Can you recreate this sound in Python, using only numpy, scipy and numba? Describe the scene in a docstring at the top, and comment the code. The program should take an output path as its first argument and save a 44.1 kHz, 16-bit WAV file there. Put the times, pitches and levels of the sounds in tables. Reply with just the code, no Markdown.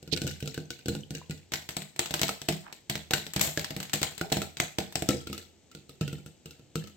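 """Popcorn under a glass lid

Popcorn bursts in a metal pan on a stove, heard by a phone just above it; the glass lid is tipped open and shut again.
Each pop cracks as a noise burst, thumps the pan (struck modes) and knocks the lid (short tones).
Rubbing grains follow each pop, one kernel vents steam as gritty noise, and dry rustles are noise swells.
A small tiled kitchen answers with decaying noise, over a quiet hum and hiss.
The phone's two ports colour the treble differently."""
import sys
import numpy as np
from scipy import signal
from scipy.fft import rfft, irfft
from scipy.io import wavfile
from scipy.ndimage import uniform_filter1d
from numba import njit

SR = 44100
rng = np.random.default_rng(int(sys.argv[2]) if len(sys.argv) > 2 else 0)


def master(y):
    """Save y as 16-bit WAV."""
    cut = np.clip(np.atleast_2d(y).T, -1, 1)
    pcm = np.round(cut * 32767)  # scale
    wavfile.write(sys.argv[1], SR, pcm.astype(np.int16))


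N = 306936

# Pops, with a few handling knocks as the lid is set down; a kernel cushioned inside the heap hardly thumps the pan.
# Each row: start in seconds, crack level in dB, thump level in dB.
POPS = [(0.0276, -36.5, -44.5), (0.0765, -34.5, -41), (0.1271, -18.5, -29.5), (0.164, -22, -48),
        (0.174, -20, -41), (0.2175, -20, -30), (0.2459, -35, -27), (0.268, -20.5, -32.5), (0.276, -18, -55),
        (0.3115, -25.5, -66), (0.404, -27.5, -82), (0.4259, -26.5, -32), (0.4577, -28, -77),
        (0.4758, -20.5, -34), (0.5438, -23.5, -63), (0.577, -27, -32.5), (0.7049, -19, -49),
        (0.8585, -25, -34), (0.8834, -15, -23), (0.951, -25.5, -28), (1.1068, -25.5, -34.5),
        (1.1506, -22, -43), (1.297, -32, -33.5), (1.309, -23, -51), (1.5203, -23, -43),
        (1.5366, -15, -39.5), (1.6901, -22.5, -43.5), (1.7675, -19, -37), (1.962, -34, -54),
        (1.993, -13, -41), (2.1079, -22, -36), (2.14, -13, -40.5), (2.1941, -22, -47), (2.2154, -12, -31.5),
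        (2.2323, -13, -33.5), (2.2919, -18, -43), (2.417, -26, -45), (2.4869, -11.5, -26.5),
        (2.7266, -29.5, -58), (2.898, -15.5, -31), (2.955, -20.5, -38.5), (3.1091, -18, -45),
        (3.1355, -8.5, -31.5), (3.2663, -27, -47), (3.3357, -24, -55), (3.3622, -14.5, -26),
        (3.395, -19, -43), (3.4099, -20.5, -42), (3.4133, -14.5, -42), (3.4742, -21.5, -35),
        (3.5745, -20, -32), (3.5949, -22, -50), (3.645, -21.5, -69), (3.7065, -24.5, -35),
        (3.765, -24.5, -32), (3.8025, -23, -52), (3.8288, -25.5, -54), (3.8965, -32, -71),
        (3.934, -15, -52.5), (3.9384, -15.5, -32), (4.0165, -20, -32.5), (4.03, -11, -44),
        (4.1226, -39, -59), (4.1792, -27, -50), (4.212, -22, -39.5), (4.319, -23, -29.5),
        (4.3233, -11, -36), (4.369, -19, -29), (4.418, -22, -43), (4.57, -26, -50), (4.6009, -12.5, -33),
        (4.7854, -18, -31), (4.9248, -33.5, -57), (4.9558, -15.5, -33), (5.0223, -24, -36),
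        (5.089, -9.5, -24.5), (5.107, -18, -46), (5.269, -37.5, -47), (5.2988, -35.5, -31.5),
        (5.329, -21, -46), (5.3787, -23.5, -53), (5.715, -36, -75), (5.7498, -31.5, -45),
        (5.8939, -33.5, -48.5), (6.0109, -20.5, -25.5), (6.0784, -24, -38), (6.129, -28.5, -33),
        (6.2615, -32.5, -43.5), (6.458, -30.5, -41.5), (6.5087, -33, -58), (6.5952, -47.5, -49.5),
        (6.756, -18.5, -29.5), (6.873, -33.5, -52)]
# Added short knocks and upper pan ring, some nearly without knock.
# Each row: start in seconds, knock level in dB, knock pitch in Hz, level on the upper pan modes in dB.
ADDED_KNOCKS = [(0.5774, -31.5, 1510, -41.5), (1.0341, -42, 3050, -55), (1.2155, -41, 1000, -60),
                (1.993, -26.5, 2060, -59), (2.2913, -23.5, 1320, -32.5), (3.1085, -35.5, 1304, -31),
                (3.1353, -17.5, 1526, -66), (3.5744, -21.5, 1690, -32), (4.2126, -22.5, 1440, -29.5),
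                (4.319, -56, 1480, -30.5), (4.369, -52, 1610, -35.5), (4.4181, -27.5, 1370, -36.5),
                (4.6003, -23, 2080, -39), (4.7854, -31.5, 1450, -29.5), (6.756, -27.5, 1340, -45.5)]
# The lid's rim comes down on the pan and bounces. Each row: start in seconds, level in dB.
RIM_CLUNKS = [(5.0225, -34), (5.0895, -23), (5.1477, -32.5)]
# Modes of the pan bottom and the air under the lid. Each row: nominal pitch in Hz, relative level in dB, T60 in seconds.
PAN_MODES = [(85.3, -22, 0.7), (154.2, -6, 0.2), (200.4, -11, 0.23), (275.8, -10.5, 0.1),
             (346.4, -5.5, 0.068), (452.6, -6.5, 0.061), (637.5, -0.5, 0.032), (718.6, -5, 0.047)]
# Glass modes in every crack while the lid is shut. Each row: pitch in Hz, relative level in dB, T60 in seconds.
LID_MODES = [(5360, -24, 0.04), (2940, -4.5, 0.011)]
# Long modes of the lid once seated anew. Each row: nominal pitch in Hz, level against the thump in dB.
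LID_RING_MODES = [(2715, -27), (3050, -30)]
# Dry rustles, the first two by the right port.
# Each row: start in seconds, length in seconds, pitch in Hz, level in dB, left minus right in dB.
RUSTLES = [(0.133, 0.014, 4500, -36.5, -32), (0.175, 0.0048, 3060, -35, -14),
           (2.68, 0.037, 1030, -44, -4.5)]
# Steam spectrum. Each row: frequency in Hz, relative level in dB.
STEAM_SPECTRUM = [(4000, -7), (8000, -4), (13000, 11), (16000, 4.5)]
# Port colours. Each row: frequency in Hz, gain in dB.
LEFT_PORT = [(30, -16), (70, 4), (800, 9.5), (1100, 1.5), (1700, 2.5), (5000, 7), (8100, 13.5),
             (9400, -10.5), (10700, -14.5), (11800, -7.5), (15500, -13)]
RIGHT_PORT = [(30, -13.5), (70, 4.5), (800, 10.5), (1100, -0.5), (2400, 7), (4300, 7.5), (6300, -6.5),
              (8200, -20), (10300, -16.5), (12500, -4.5), (15200, -12)]
# Kitchen decay. Each row: frequency in Hz, T60 in seconds.
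ROOM_T60 = [(100, 0.35), (16000, 0.36)]
# Spectrum of the kitchen hum and hiss. Each row: frequency in Hz, relative density in dB.
FLOOR_SPECTRUM = [(40, 11), (100, 6), (320, 3), (800, -10.5), (3000, -11), (16000, -15)]

# Lid timing: tipped open in seconds, shut in seconds.
LID_OPEN_S = (1.45, 5.06)
LET_GO_S = 5.55  # the hand leaves the knob

# Settings by lid state: shut, tipped open, seated anew.
# Mean knock pitch in Hz.
KNOCK_HZ = (1493, 1650, 1350)
# Spread of the knock pitch as a share.
KNOCK_SPREAD = (0.026, 0.14, 0.035)
# Knock decay time constant in seconds.
KNOCK_FADE_S = (0.0081, 0.0025, 0.0083)
# Mean knock level against the crack in dB.
KNOCK_DB = (-22, -17, -17.5)
# Mean drive offset of the upper pan modes in dB.
UPPER_DB = (-11, -11.5, -13.5)
# Mean level of the crack's top band against the crack in dB.
TREBLE_DB = (-1, 4.5, -0.5)

KNOCK_SCATTER_DB, UPPER_SCATTER_DB, TREBLE_SCATTER_DB = 1.5, 2, 1.5
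FOLLOW = 0.52  # share of the crack's lead over the thump that reaches the upper modes
ADDED_FADE_S = 0.0035  # decay time constant of the added knocks
HARD_DB = 31.5  # glass drives the upper pan modes more than the lower
PAN_SHIFT, LID_SHIFT = 0.041, 0.0118  # share by which the shifting heap retunes the modes at each blow
BOUNCE_DB, BOUNCE_SPREAD_DB = -8.5, 12.5  # loudest bounce against its pop, range below that
BOUNCE_MIN_S, BOUNCE_MEAN_S = 0.012, 0.037  # least delay, mean extra delay
SETTLE_DB_PER_S = -120  # later grains are fainter
STEAM_S, STEAM_DB, STEAM_HOLD_S, STEAM_FADE_S = 3.413, -28.5, 0.035, 0.033
TOP_HZ = 16250


def all_pops():
    """Every row of POPS, then a faint random bounce after each."""
    pops = np.array(POPS)
    u = rng.random((len(pops), 2))
    drop_db = BOUNCE_DB - BOUNCE_SPREAD_DB * u[:, 1]
    bounces = pops + np.outer(drop_db, [0, 1, 1])
    bounces[:, 0] += BOUNCE_MIN_S - BOUNCE_MEAN_S * np.log(u[:, 0])
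    bounces = bounces[bounces[:, 0] < N / SR]
    return np.vstack([pops, bounces]).T


def cracks(s, db, top_db, is_open):
    """A short soft rise leads into a sharp noise burst that scatters inside the pan; each port hears another path."""
    t = np.arange(int(.04 * SR)) / SR - .003
    rise = undb(-24.5) * np.exp(t / 0.0038)
    scatter = np.exp(-t / 0.00027) + undb(-8.5) * np.exp(-t / 0.0071)
    fade = np.where(t < 0, rise, scatter)
    shared = rng.standard_normal((len(s), len(t)))
    spot_db = 4 * rng.standard_normal((len(LID_MODES), len(s)))  # each burst meets the glass elsewhere
    shared[:, np.searchsorted(t, 0)] = 1.96  # the burst itself: one sharp pressure spike
    start_s = s + t[0]
    ports = []
    for _ in range(2):
        burst = fade * (0.21 * shared + 0.94 * rng.standard_normal(shared.shape))
        under_lid = place(start_s, undb(db) * ~is_open, burst)
        free = place(start_s, undb(db) * is_open, burst)
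        glass = 0
        for (hz, mode_db, t60), scatter_db in zip(LID_MODES, spot_db):
            gains = undb(db + mode_db + scatter_db - 30.5) * ~is_open
            glass = glass + ring(place(start_s, gains, burst), hz, t60)
        low = band(free, 975, 6970) + band(undb(-4.0) * under_lid + glass, 2620, 6800)
        top = band(place(start_s, undb(db + top_db), burst), 9500, 18000)
        ports.append(low + top)
    return np.array(ports)


def thumps(s, db, hard_db, is_open):
    """A half-sine push and a short rumble of the heap drive the pan; each blow lands on a new spot."""
    t = np.arange(int(.15 * SR)) / SR
    push = np.sin(np.pi * np.minimum(t / 0.0013, 1))
    lumps = undb(40.5 * uniform_filter1d(rng.standard_normal((len(s), len(t))), size=150))
    rumble = undb(-36) * np.exp(-t / 0.035) * lumps * rng.standard_normal((len(s), len(t)))
    shapes = push / push.sum() + rumble
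    spot = rng.standard_normal((len(s), len(PAN_MODES), 2))
    out = 0
    for k, (hz, mode_db, t60) in enumerate(PAN_MODES):
        upper = np.clip(np.log2(hz / 185), 0, 1)  # a harder blow favours the upper modes
        # the shut lid holds the highest in, its air swells the middle
        lid_db = np.where(hz > 550, -16, 4 * (hz > 240)) * ~is_open
        blow_db = db + mode_db + upper * hard_db + lid_db + 1.72 * spot[:, k, 0]
        drive = place(s, undb(blow_db), shapes)
        mode = retuned(drive, s, hz * (1 + PAN_SHIFT * spot[:, k, 1]), t60)
        # modes reach the ports at different times, more so the higher ones
        lag_samples = int(hz / 60) * (-1) ** k + 4
        out = out - np.array([np.roll(mode, lag_samples), mode])
    return out


def hard_blows(s, db):
    """Blows passed from the glass to the pan's wall, strongest in the upper modes."""
    is_open = np.searchsorted(LID_OPEN_S, s) == 1
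    return thumps(s, db - HARD_DB, HARD_DB + 0 * s, is_open)


def knocks(s, db, hz, fade_s):
    """A short hollow ring of the lid, at a slightly different phase at each port."""
    t = np.arange(int(.1 * SR)) / SR
    u = rng.standard_normal((len(s), 2))
    wobble = np.cumsum(0.024 * rng.standard_normal((len(s), len(t))), axis=1)
    envelope = np.exp(-t / fade_s[:, None]) * (1 - np.exp(-t / 0.00037))
    phase = 2 * np.pi * hz[:, None] * t + wobble
    return np.array([place(s, undb(db), envelope * np.sin(phase + 0.98 * u[:, [k]])) for k in (0, 1)])


def lid_ring(s, db):
    """Thumps set the freely seated glass shimmering faintly."""
    drive = place(s, undb(db) * (s > LET_GO_S), np.ones((len(s), 1)))
    shift = LID_SHIFT * rng.standard_normal((len(s), len(LID_RING_MODES)))
    return sum(undb(mode_db) * retuned(drive, s, hz * (1 + d), 0.43)
               for (hz, mode_db), d in zip(LID_RING_MODES, shift.T))


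def settling(s, db):
    """After a pop the heap shifts: short rough grains as kernels rub and tap the glass."""
    t = np.arange(int(0.0327 * SR)) / SR
    u = rng.random((len(s), 12, 4))
    late_s = -0.045 * np.log(u[..., 0])
    when_s = np.minimum(s[:, None] + late_s, N / SR).ravel()
    gains = undb(db[:, None] - 7.5 - 11.5 * u[..., 1] + SETTLE_DB_PER_S * late_s).ravel()
    hz = (1500 * 4.2 ** u[..., 2]).reshape(-1, 1)
    wobble = np.cumsum(0.14 * rng.standard_normal((len(hz), len(t))), axis=1)
    grains = t / 0.0032 * np.exp(-t / 0.0019) * np.sin(2 * np.pi * hz * t + wobble)
    left_share = u[..., 3].ravel()
    return np.array([place(when_s, gains * share, grains) for share in (left_share, 1 - left_share)])


def steam():
    """A gritty hiss that spits out with the burst, holds and fades."""
    t = np.arange(N) / SR - STEAM_S
    hold_fade = np.exp(-np.maximum(t - STEAM_HOLD_S, 0) / STEAM_FADE_S)
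    spit = 1 + 6 * np.exp(-np.abs(t) / 0.0016)
    shape = (t > 0) * hold_fade * spit
    grit = undb(7.9 * uniform_filter1d(rng.standard_normal(N), size=40))
    hiss = np.array([colour(noise, STEAM_SPECTRUM) for noise in rng.standard_normal((2, N))])
    return undb(STEAM_DB) * shape * grit * hiss


def rustle():
    """Soft-edged, gritty swells of band-limited noise."""
    t, out = np.arange(N) / SR, 0
    for s, length_s, hz, db, pan_db in RUSTLES:
        grit = undb(34.6 * uniform_filter1d(rng.standard_normal(N), size=40))
        noise = band(grit * rng.standard_normal((2, N)), hz / 1.28, hz * 1.67)
        gains = undb(db + pan_db * np.array([[.5], [-.5]]))
        out = out + gains * np.exp(-((t - s) / length_s) ** 4) * noise
    return out


def kitchen(x, wet_db):
    """Decaying noise per octave as the answer of the room, unrelated at the two ports."""
    t = np.arange(int(.7 * SR)) / SR
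    wet = []
    for side in x:
        tail = 0
        for hz in 125 * 2. ** np.arange(8):
            octave = band(rng.standard_normal(len(t)), hz / np.sqrt(2), hz * np.sqrt(2))
            tail = tail + octave * 1000 ** (-t / on_log(hz, ROOM_T60))
        tail *= 1 - np.exp(-t / 0.0073)  # reflections build up
        tail *= undb(33 * uniform_filter1d(rng.standard_normal(len(t)), size=60))  # and arrive in clumps
        unit_tail = tail / np.sqrt(np.sum(tail ** 2))
        wet.append(signal.fftconvolve(side, unit_tail)[:N])
    return x + undb(wet_db) * np.array(wet)


def floor():
    """Quiet hum and hiss of the kitchen: coloured noise, partly shared by the ports."""
    mid, side = (colour(rng.standard_normal(N), FLOOR_SPECTRUM) for _ in range(2))
    return undb(-58.0) * (mid + 0.51 * side * np.array([[1], [-1]]))


def undb(db):
    """Amplitude ratio of a level in dB."""
    return 10 ** (np.asarray(db) / 20)


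def on_log(hz, table):
    """Read a (Hz, value) table on a log-frequency axis."""
    f, v = np.transpose(table)
    return np.interp(np.log(np.maximum(hz, 1)), np.log(f), v)


def colour(x, table):
    """Causal filter with the gains of a (Hz, dB) table, from the folded cepstrum."""
    size = 4096
    gains = undb(on_log(np.fft.rfftfreq(size, 1 / SR), table))
    cepstrum = irfft(np.log(gains))
    cepstrum[1:size // 2] *= 2
    cepstrum[size // 2 + 1:] = 0
    impulse = irfft(np.exp(rfft(cepstrum)))[:size // 2]
    return signal.fftconvolve(x, impulse)[:N]


def band(x, lo_hz, hi_hz):
    """Butterworth band-pass."""
    edges_hz = [lo_hz, min(hi_hz, .45 * SR)]
    return signal.sosfilt(signal.butter(2, edges_hz, "bandpass", fs=SR, output="sos"), x)


def mode_pole(hz, t60):
    """Complex pole of a mode: its turn and decay per sample."""
    return np.exp(2j * np.pi * hz / SR - np.log(1000) / (t60 * SR))


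def ring(x, hz, t60):
    """One mode driven by x; a unit impulse gives a decaying sine of unit initial amplitude."""
    return signal.lfilter([1], [1, -mode_pole(hz, t60)], x).imag


@njit
def ring_moving(x, pole):
    """One mode whose pole may change at every sample."""
    out, z = np.empty(len(x)), 0j
    for i in range(len(x)):
        z = z * pole[i] + x[i] + 1e-18  # keeps clear of denormals
        out[i] = z.imag
    return out


def retuned(x, s, hz, t60):
    """A mode that takes pitch hz[j] from blow s[j] until the next blow."""
    order = np.argsort(s)
    last = np.maximum(np.searchsorted(s[order], np.arange(N) / SR) - 1, 0)
    return ring_moving(x, mode_pole(hz[order], t60)[last])


def place(s, gains, shapes):
    """Lay one shape per event on the time line."""
    out = np.zeros(N + shapes.shape[1])
    for t, g, shape in zip(s, gains, shapes):
        i = int(t * SR)
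        out[i:i + len(shape)] += g * shape
    return out[:N]


def scene():
    """Pops, added knocks and steam in the kitchen, with rustles and floor added dry."""
    s, crack_db, thump_db = all_pops()
    state = np.searchsorted(LID_OPEN_S, s)  # 0 shut, 1 tipped open, 2 seated anew
    is_open = state == 1
    u = rng.standard_normal((len(s), 4))
    knock_db = crack_db + np.array(KNOCK_DB)[state] + KNOCK_SCATTER_DB * u[:, 0]
    knock_hz = np.array(KNOCK_HZ)[state] * (1 + np.array(KNOCK_SPREAD)[state] * u[:, 3])
    knock_fade_s = np.array(KNOCK_FADE_S)[state]
    hard_db = FOLLOW * (crack_db - thump_db) + np.array(UPPER_DB)[state] + UPPER_SCATTER_DB * u[:, 1]
    top_db = np.array(TREBLE_DB)[state] + TREBLE_SCATTER_DB * u[:, 2]
    added_s, added_db, added_hz, added_pan_db = np.transpose(ADDED_KNOCKS)
    clunk_s, clunk_db = np.transpose(RIM_CLUNKS)

    bright = cracks(s, crack_db, top_db, is_open)
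    hollow = knocks(s, knock_db, knock_hz, knock_fade_s)
    hollow = hollow + knocks(added_s, added_db, added_hz, ADDED_FADE_S + 0 * added_s)
    bright = bright + settling(s, crack_db) + lid_ring(s, thump_db) + steam()
    dull = thumps(s, thump_db, hard_db, is_open)
    dull = dull + hard_blows(added_s, added_pan_db) + hard_blows(clunk_s, clunk_db)
    dull = kitchen(dull + hollow, wet_db=-12)
    return kitchen(bright, wet_db=-7) + dull + rustle() + floor()


def record(dry):
    """Each port has its own colour; peaks clip and the top is cut."""
    ports = np.array([colour(dry[0], LEFT_PORT), colour(dry[1], RIGHT_PORT)])
    top_cut = signal.ellip(10, .2, 70, TOP_HZ, fs=SR, output="sos")
    return signal.sosfilt(top_cut, np.clip(ports, -1, 1))


dry = scene()
out = record(dry)
master(out)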